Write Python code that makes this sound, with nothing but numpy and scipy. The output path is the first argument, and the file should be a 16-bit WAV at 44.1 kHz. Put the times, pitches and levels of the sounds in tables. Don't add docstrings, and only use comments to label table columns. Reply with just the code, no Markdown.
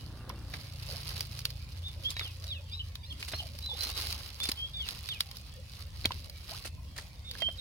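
import sys
import numpy as np
from scipy import signal
from scipy.fft import rfft, irfft, next_fast_len
from scipy.io import wavfile
from scipy.ndimage import uniform_filter1d, map_coordinates

SR = 44100
rng = np.random.default_rng(int(sys.argv[2]) if len(sys.argv) > 2 else 0)


def generate_wav(signal):
    frames = np.transpose(np.atleast_2d(signal))
    scaled = np.clip(frames, -1, 1) * 32767
    pcm = np.round(scaled).astype(np.int16)
    wavfile.write(sys.argv[1], SR, pcm)


N = 335326
TOP_HZ = 16100

# (frequency [Hz], relative level [dB])
ROOTS = [(1500, -39.5), (2400, -6.5), (4700, 0.5), (6000, -6.5), (7800, -11), (10000, -7), (16000, -23)]
# (frequency [Hz], relative level [dB])
MUD = [(100, -10.5), (300, 3), (2200, 5), (4000, -1), (8000, -76)]


def amp(db):
    return 10 ** (np.asarray(db) / 20)


def unit(x):
    return x / np.sqrt(np.mean(x ** 2) + 1e-20)


def along(points, hz):
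    f, v = np.transpose(points)
    return np.interp(np.log(hz + 1), np.log(f + 1), v)


def curves(rows):
    s, *cols = np.transpose(rows)
    return [np.interp(np.arange(N) / SR, s, c) for c in cols]


def wobble(rate, size=N):
    knots = rng.standard_normal(int(size * rate / SR) + 4)
    return map_coordinates(knots, [np.arange(size) * rate / SR])


def fade(t, t60):
    return np.exp(-np.log(1000) * t / t60)


def add(track, s, sound):
    start = max(round(s * SR), 0)
    part = track[:, start:start + sound.shape[-1]]
    part += sound[..., :part.shape[-1]]


def coloured(x, points, size=4096):
    cepstrum = irfft(np.log(amp(along(points, np.fft.rfftfreq(size, 1 / SR)))))
    cepstrum[1:size // 2] *= 2
    cepstrum[size // 2 + 1:] = 0
    response = irfft(np.exp(rfft(cepstrum)))
    return signal.fftconvolve(np.atleast_2d(x), response[None], axes=1)[:, :x.shape[-1]]


def paired(x):
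    # (frequency [Hz], correlation [0 to 1])
    alike = [(100, 0.95), (300, 0.74), (700, 0.67), (1500, 0.00096), (3000, 0.11)]
    size = next_fast_len(x.shape[-1])
    likeness = np.clip(along(alike, np.fft.rfftfreq(size, 1 / SR)), -1, 1)
    turn = np.arccos(likeness) / 2
    mid, side = irfft(rfft(x, size) * [np.cos(turn), np.sin(turn)], size)[:, :x.shape[-1]]
    return np.array([mid + side, mid - side])


def rush(spectrum, patchy_db):
    z = signal.stft(rng.standard_normal((2, N)), nperseg=1024)[2]
    field = uniform_filter1d(rng.standard_normal(z.shape[1:]), size=4, axis=0)
    field = uniform_filter1d(field, size=8, axis=1)
    noise = signal.istft(z * amp(patchy_db * unit(field)), nperseg=1024)[1][:, :N]
    return unit(coloured(paired(noise), spectrum))


def crackle(rate, spread_db, t60, count=8):
    t = np.arange(SR // 50) / SR
    out = np.zeros((2, N))
    for _ in range(count):
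        breaks = int(rate * N / SR / count)
        sizes = amp(spread_db * np.minimum(rng.exponential(size=breaks), 4))
        sizes = sizes * rng.choice([-1, 1], breaks)
        train = np.bincount(rng.integers(N, size=breaks), sizes, N)
        ring = unit(paired(rng.standard_normal((2, len(t)))) * fade(t, t60))
        out += signal.oaconvolve(train[None], ring, axes=1)[:, :N]
    return out


def effort():
    # (time the roots start to part [s], length [s], level [dB])
    hauls = [(0.904, 0.35, -47), (3.831, 0.35, -43.5)]
    # (time [s], length [s], level [dB])
    rustles = [(0.536, 0.12, -53.5), (1.82, 0.68, -57.5), (2.113, 0.12, -52.5), (3.205, 0.2, -52.5),
               (4.424, 0.094, -51.5), (4.876, 0.28, -51), (5.26, 0.29, -59), (5.725, 0.071, -52),
               (5.945, 0.46, -56.5), (6.498, 0.084, -49), (7.314, 0.25, -57.5)]
    attack_db_per_s, release_db_per_s = 249, 182
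    grip_db, grip_db_per_s = -7, 19
    drag_db, drag_db_per_s, drag_s = -6, 15, 0.65
    settle_db = -66
    t = np.arange(N) / SR

    def held(s, length):
        attack = attack_db_per_s * np.maximum(s - t, 0)
        release = release_db_per_s * np.maximum(t - s - length, 0)
        return -attack - release

    parts = [db + held(s, length) for s, length, db in rustles + hauls]
    for s, length, db in hauls:
        free = s + length
        strain = grip_db - grip_db_per_s * np.maximum(s - t, 0)
        drag = drag_db - drag_db_per_s * np.maximum(t - free, 0)
        parts.append(db + strain + held(0, s))
        parts.append(db + drag + held(free, drag_s))
    power = amp(settle_db) ** 2 + np.sum(amp(parts) ** 2, axis=0)
    return 10 * np.log10(power)


def tearing(pull_db, roots_db=3, mud_db=-6, flutter_db=2.37, brighten=0.033):
    unevenness = wobble(35) + wobble(11)
    effort_db = pull_db - pull_db.max() + flutter_db * unevenness
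    fibres = unit(coloured(crackle(rate=1700, spread_db=4.4, t60=0.007), ROOTS))
    sharp = coloured(fibres, [(4500, -42.0), (9000, -1.0)])
    dull = coloured(fibres, [(5000, 0.0), (9000, -8.0)])
    fibres = dull + sharp * amp(brighten * effort_db)
    squelch = unit(coloured(crackle(rate=600, spread_db=-1.5, t60=0.024), MUD))
    torn = fibres * amp(effort_db + roots_db) + squelch * amp(effort_db + mud_db)
    return amp(pull_db.max()) * torn


def ticks(pull_db, hz=7200, scatter=0.43, follow=0.63):
    count, cycles, spread_db = 620, 0.9, 5.5
    start = rng.integers(N, size=count)
    pitch = np.minimum(hz * np.exp(scatter * rng.standard_normal((count, 1))), TOP_HZ)
    force_db = pull_db.max() + follow * (pull_db[start] - pull_db.max())
    size = amp(force_db + spread_db * np.minimum(rng.exponential(size=count), 3))
    turns = pitch * np.arange(SR // 100) / SR
    rings = size[:, None] * np.exp(-turns / cycles) * np.cos(2 * np.pi * turns)
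    at = start[:, None] + np.arange(turns.shape[1])
    out = []
    for _ in range(2):
        arrival = at + rng.integers(12, size=(count, 1))
        out.append(np.bincount(arrival.ravel(), rings.ravel(), N)[:N])
    return np.array(out)


def crunches():
    # (time [s], length [s], leaves [dB], mud [dB])
    handfuls = [(0.534, 0.029, -59, -44.5), (2.103, 0.015, -32.5, -67), (3.195, 0.044, -46.5, -54),
                (3.279, 0.023, -37.5, -48), (3.318, 0.012, -42, -44), (3.836, 0.013, -30, -44),
                (4.43, 0.021, -31.5, -42.5), (4.487, 0.015, -32, -37.5), (4.862, 0.048, -46, -50.5),
                (6.646, 0.04, -40, -45), (6.958, 0.074, -44.5, -48.5)]
    leaves = unit(coloured(crackle(rate=830, spread_db=5.5, t60=0.031), ROOTS))
    mud = unit(coloured(crackle(rate=1300, spread_db=-4.5, t60=0.014), MUD))
    out, t = np.zeros((2, N)), np.arange(SR // 4) / SR
    for s, length, crisp_db, wet_db in handfuls:
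        u = 4 * t / length
        at = round(s * SR) + np.arange(len(t))
        crushed = amp(crisp_db) * leaves[:, at] + amp(wet_db) * mud[:, at]
        add(out, s, u * np.exp(1 - u) * crushed)
    return out


def snaps(level_db=1, ring_scatter=0.13, ring_t60=0.028, ring_db=0, leaves_db=-20, leaves_t60=0.11,
          strain_db=-15, lag=0.00013, count=4):
    # (time [s], level before level_db [dB], centre of the ring [Hz])
    stalks = [(0.294, -40, 5200), (0.5385, -35, 1920), (1.0733, -39.5, 4150), (1.091, -38, 4670),
              (1.207, -28.5, 5260), (1.391, -36.5, 4870), (1.4534, -24, 4320), (1.504, -39, 4500),
              (2.167, -35, 2100), (2.1945, -30, 2230), (2.4413, -40.5, 4960), (2.9548, -37, 3940),
              (3.2273, -32.5, 2640), (3.5888, -40, 4670), (3.6611, -38.5, 3970), (3.8338, -30.5, 5360),
              (3.9999, -35, 4530), (4.013, -38, 5000), (4.07, -32.5, 4570), (4.1259, -30.5, 4500),
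              (4.402, -33.5, 3970), (4.455, -31.5, 4350), (4.517, -27, 4570), (4.888, -29.5, 3650),
              (5.089, -32.5, 3800), (5.206, -21.5, 4330), (5.3134, -40, 4460), (5.3694, -39.5, 4970),
              (6.0559, -20, 3700), (6.119, -33.5, 3100), (6.2973, -41, 4700), (7.3125, -35.5, 4200),
              (7.421, -31.5, 2120)]
    # (frequency [Hz], relative level [dB])
    stalk_colour = [(200, -31), (900, -4.5), (4300, 5.5), (6000, -2.5), (8000, -10), (10500, -1.5),
                    (16000, -9.5)]
    lead, crack_t60 = 0.002, 0.011
    out, t = np.zeros((2, N)), np.arange(SR // 10) / SR - lead
    t = t - np.array([[0], [lag]])
    after = np.maximum(t, 0)
    broken = fade(after, crack_t60) + amp(leaves_db) * fade(after, leaves_t60)
    shape = np.where(t > 0, broken, amp(strain_db))
    for s, db, hz in stalks:
        crack = coloured(paired(rng.standard_normal(t.shape)) * shape, stalk_colour)
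        crack = coloured(crack, [(5000, 0), (11000, 15 * np.log2(hz / 4600))])
        spread = np.linspace(-1, 1, count) + rng.uniform(-0.42, 0.51, count)
        cells = hz * np.exp(ring_scatter * spread)
        tones = sum(np.sin(2 * np.pi * cell * after + rng.uniform(0, 2 * np.pi)) for cell in cells)
        ring = tones * fade(after, ring_t60) * (t > 0)
        snap = unit(unit(crack) + amp(ring_db) * unit(ring))
        add(out, s - lead, amp(db + level_db) * snap / np.sqrt(30))
    return out


def plops(cycles=26, rise=4, splat_t60=0.054, attack=0.00036):
    # (time [s], level [dB], opening pitch [Hz], splat against tone [dB])
    pockets = [(0.299, -29.5, 1003, -10), (2.211, -34.5, 1260, -4), (3.335, -34.5, 614, 1.5),
               (6.044, -18.5, 4200, -23), (6.0516, -18.5, 2250, -12.5), (6.107, -25, 984, -14.5),
               (6.985, -29, 1850, -10.5), (7.352, -33.5, 1630, -11), (7.42, -30.5, 628, -10),
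               (7.486, -36.5, 627, -4.5)]
    out, t = np.zeros((2, N)), np.arange(SR // 10) / SR
    for s, db, hz, splat_db in pockets:
        tone = np.sin(2 * np.pi * hz * (t + rise * t ** 2)) * fade(t, cycles / hz)
        splat = unit(coloured(paired(rng.standard_normal((2, len(t)))), MUD)) * fade(t, splat_t60)
        onset = 1 - np.exp(-t / attack)
        add(out, s, amp(db) * (tone + amp(splat_db) * splat) * onset)
    return out


def gurgles(length=0.06, gap=0.013, scatter=0.14, cycles=24):
    # (time [s], middle pitch of the bubbles [Hz], level [dB])
    hollows = [(0.89, 532, -40), (1.96, 490, -49), (3.395, 667, -41), (3.69, 670, -40.5)]
    out, t = np.zeros((2, N)), np.arange(SR // 10) / SR
    for s, pitch, db in hollows:
        for start in np.arange(s, s + length, gap):
            hz = pitch * np.exp(scatter * rng.standard_normal())
            rising = np.sin(2 * np.pi * hz * (t + 2 * t ** 2))
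            bubble = rising * fade(t, cycles / hz) * (1 - np.exp(-t * hz))
            add(out, start + gap * rng.random(), amp(db) * bubble)
    return out


def thuds(hz=250, t60=0.02, smear=0.53):
    # (time [s], level [dB])
    weights = [(4.49, -24), (6.054, -20)]
    out, t = np.zeros((2, N)), np.arange(SR // 8) / SR
    for s, db in weights:
        push = np.sin(2 * np.pi * hz * t + smear * wobble(260, len(t))) * (1 - np.exp(-t * hz * 2))
        add(out, s, amp(db) * push * fade(t, t60))
    return out


def suction(level_db=-47):
    out = np.zeros((2, N))
    add(out, 6.5, amp(level_db) * glide(0.068, [520, 930, 1850], waver=0.07))
    return out


def glide(length, pitches, waver, flutter_db=2):
    u = np.linspace(0, 1, int(length * SR))
    bend = np.polyval(np.polyfit([0, 0.5, 1], pitches, 2), u)
    hz = bend * (1 + waver * wobble(337, len(u)))
    swell = np.sin(np.pi * u) * amp(flutter_db * wobble(99.0, len(u)))
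    return swell * np.sin(2 * np.pi * np.cumsum(hz) / SR)


def bird(echo_db=-11, echo_t60=0.29, near_db=-10, near_t60=0.038, left_db=0.7):
    # (time [s], length [s],
    # first fundamental [Hz], last fundamental [Hz], middle of the bend after the start [s], level [dB])
    slurs = [(2.146, 0.18, 1302, 622, 0.13, -40.5), (2.471, 0.13, 1320, 785, 0.065, -38.5),
             (2.714, 0.099, 1174, 1332, 0.025, -41.5), (3.031, 0.096, 1154, 1445, 0.026, -46),
             (3.321, 0.082, 1218, 1430, 0.017, -37.5), (4.732, 0.17, 1213, 670, 0.12, -36.5),
             (5.083, 0.104, 1230, 740, 0.049, -35.5)]
    # (time [s], length [s], first, middle and last pitch [Hz], level [dB])
    whistles = [(1.828, 0.085, 3400, 3630, 3360, -38.5), (2.037, 0.062, 3140, 3290, 3570, -31.5),
                (3.614, 0.1, 3890, 3990, 3970, -35.5), (3.67, 0.088, 4150, 3500, 3860, -34.5),
                (3.733, 0.19, 3720, 4140, 4150, -39), (3.9, 0.15, 3750, 3940, 4050, -43.5),
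                (4.395, 0.08, 3330, 3600, 3500, -32.5), (4.559, 0.13, 3180, 3210, 3424, -34),
                (7.239, 0.1, 3520, 3630, 3400, -42.5), (7.4, 0.1, 3275, 3130, 3305, -26.5),
                (7.577, 0.057, 3890, 3670, 3530, -36.5)]
    # (time [s], middle pitch [Hz])
    chips = [(2.79, 2980), (3.1, 3210), (3.385, 3110)]
    chip_s, chip_db, chip_fall_hz = 0.0346, -35, 130
    lag = 20
    song, t = np.zeros((2, N)), np.arange(SR // 2) / SR
    notes = []
    for s, length, first_hz, last_hz, bend_s, db in slurs:
        notes.append((s, amp(db) * slur(length, first_hz, last_hz, bend_s)))
    for s, length, *pitches, db in whistles:
        notes.append((s, amp(db) * glide(length, pitches, waver=0.0074)))
    for s, hz in chips:
        pitches = [hz + chip_fall_hz, hz, hz - chip_fall_hz]
        notes.append((s, amp(chip_db) * glide(chip_s, pitches, waver=0.042)))

    def scatter(t60):
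        return unit(rng.standard_normal((2, len(t))) * fade(t, t60)) / np.sqrt(len(t))

    for s, note in notes:
        paths = amp(near_db) * scatter(near_t60) + amp(echo_db) * scatter(echo_t60)
        paths[[0, 1], [0, lag]] += 1
        add(song, s, signal.fftconvolve(note[None], paths, axes=1))
    return song * amp([[left_db], [-left_db]])


def slur(length, first_hz, last_hz, bend_s, steepness=3.3, waver=0.0164, flutter_db=2.5,
         below_db=-14, above_db=-13, reedy_db=19, reedy_s=0.031):
    # (frequency [Hz], gain [dB])
    throat = [(2000, -13), (2600, -8.5), (3650, 3.5), (4200, -3), (4600, -6)]
    t = np.arange(int(length * SR)) / SR
    bend = last_hz + (first_hz - last_hz) / (1 + (t / bend_s) ** steepness)
    hz = bend * (1 + waver * wobble(355, len(t)))
    phase = 2 * np.pi * np.cumsum(hz) / SR
    swell = np.sqrt(np.sin(np.pi * t / length)) * amp(flutter_db * wobble(101, len(t)))
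    onset_db = reedy_db * np.exp(-(t / reedy_s) ** 2) * (last_hz > first_hz)
    harmonics = enumerate([below_db + onset_db, 0, above_db + onset_db], 2)
    return swell * sum(amp(gain_db + along(throat, k * hz)) * np.sin(k * phase) for k, gain_db in harmonics)


def engine(unsteady=0.0049, drift_db=1.5):
    # (time [s], firing rate [Hz], drone level [dB])
    course = [(0, 28.9, -44.5), (1.2, 28.4, -42.5), (2, 29.1, -42.5), (2.8, 28.6, -45.5), (4, 24.7, -44),
              (4.8, 24.3, -55.5), (7.6, 20.1, -67)]
    # (multiple of the firing rate, early [dB], middle [dB], late [dB])
    order_levels = [(2, -5.5, -7, -9), (3, -7, 1.5, 3), (4, -4, -7, -5), (5, -9, -24, -11)]
    rate, db = curves(course)
    phase = 2 * np.pi * np.cumsum(rate * (1 + unsteady * wobble(8))) / SR
    drone = np.zeros(N)
    for order, early, middle, late in order_levels:
        order_db, = curves([(1.5, early), (1.75, middle), (3.9, middle), (5, late)])
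        tone = np.sin(round(order) * phase + rng.uniform(0, 2 * np.pi))
        drone += amp(order_db + drift_db * wobble(4.88)) * tone
    return amp(db) * drone + growl(rate, phase)


def growl(rate, phase, waver_db=4, smear=1.17):
    # (frequency [Hz], relative level [dB])
    growl_colour = [(300, 0.5), (450, -12), (1400, -11.5), (2200, -23)]
    size = 2 * SR
    orders = np.zeros(size)
    for k in range(6, 72):
        gain = amp(along(growl_colour, k * rate[0]) + waver_db * wobble(9.57, size))
        orders += gain * np.sin(k * phase[:size] + smear * wobble(9.04, size))
    level_db, = curves([(0, -60), (0.3, -52), (0.55, -59.5), (0.8, -70), (2, -68.5)])
    return amp(level_db) * np.pad(unit(orders), (0, N - size))


def wind(rumble_db=-47, air_db=-59, hum_db=-67, gust_db=1.5):
    # (frequency [Hz], relative level [dB])
    rumble_colour = [(15, -29), (52, -4), (75, 1), (110, -7), (170, -16.5), (600, -55.5)]
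    # (frequency [Hz], relative level [dB])
    air_colour = [(100, -10.5), (200, 3.5), (400, -10.5), (1000, -7), (1500, -14.5), (2200, -6.5),
                  (3400, -7), (4600, -9.5), (7800, -20.5), (10000, -18.5), (16000, -32)]
    hum_colour = [(330, -35.5), (480, -10.5), (560, -8.0), (850, -42)]  # (frequency [Hz], level [dB])
    rumble = amp(rumble_db + gust_db * wobble(5.7)) * rush(rumble_colour, patchy_db=0.5)
    air = amp(air_db) * rush(air_colour, patchy_db=5.0)
    hum = amp(hum_db + 1.9 * wobble(4.07)) * rush(hum_colour, patchy_db=5.5)
    return rumble + air + hum


def scene():
    pull_db = effort()
    plants = tearing(pull_db) + ticks(pull_db) + crunches() + snaps()
    mud = plops() + gurgles() + thuds() + suction()
    return plants + mud + bird() + engine() + wind()


def record(dry):
    # (frequency [Hz], left minus right [dB])
    ports = [(1500, 0), (2700, -2), (4000, -4), (5200, -6.5), (7000, 7), (9500, -7.5), (12500, 4),
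             (16000, 18.5)]
    size = next_fast_len(N + SR // 4)
    hz = np.fft.rfftfreq(size, 1 / SR)
    colour = amp(along(ports, hz) * np.array([[0.5], [-0.5]]))
    band = 1 + (hz / TOP_HZ) ** 160
    return irfft(rfft(dry, size) * colour / band, size)[:, :N]


dry = scene()
out = record(dry)
generate_wav(out)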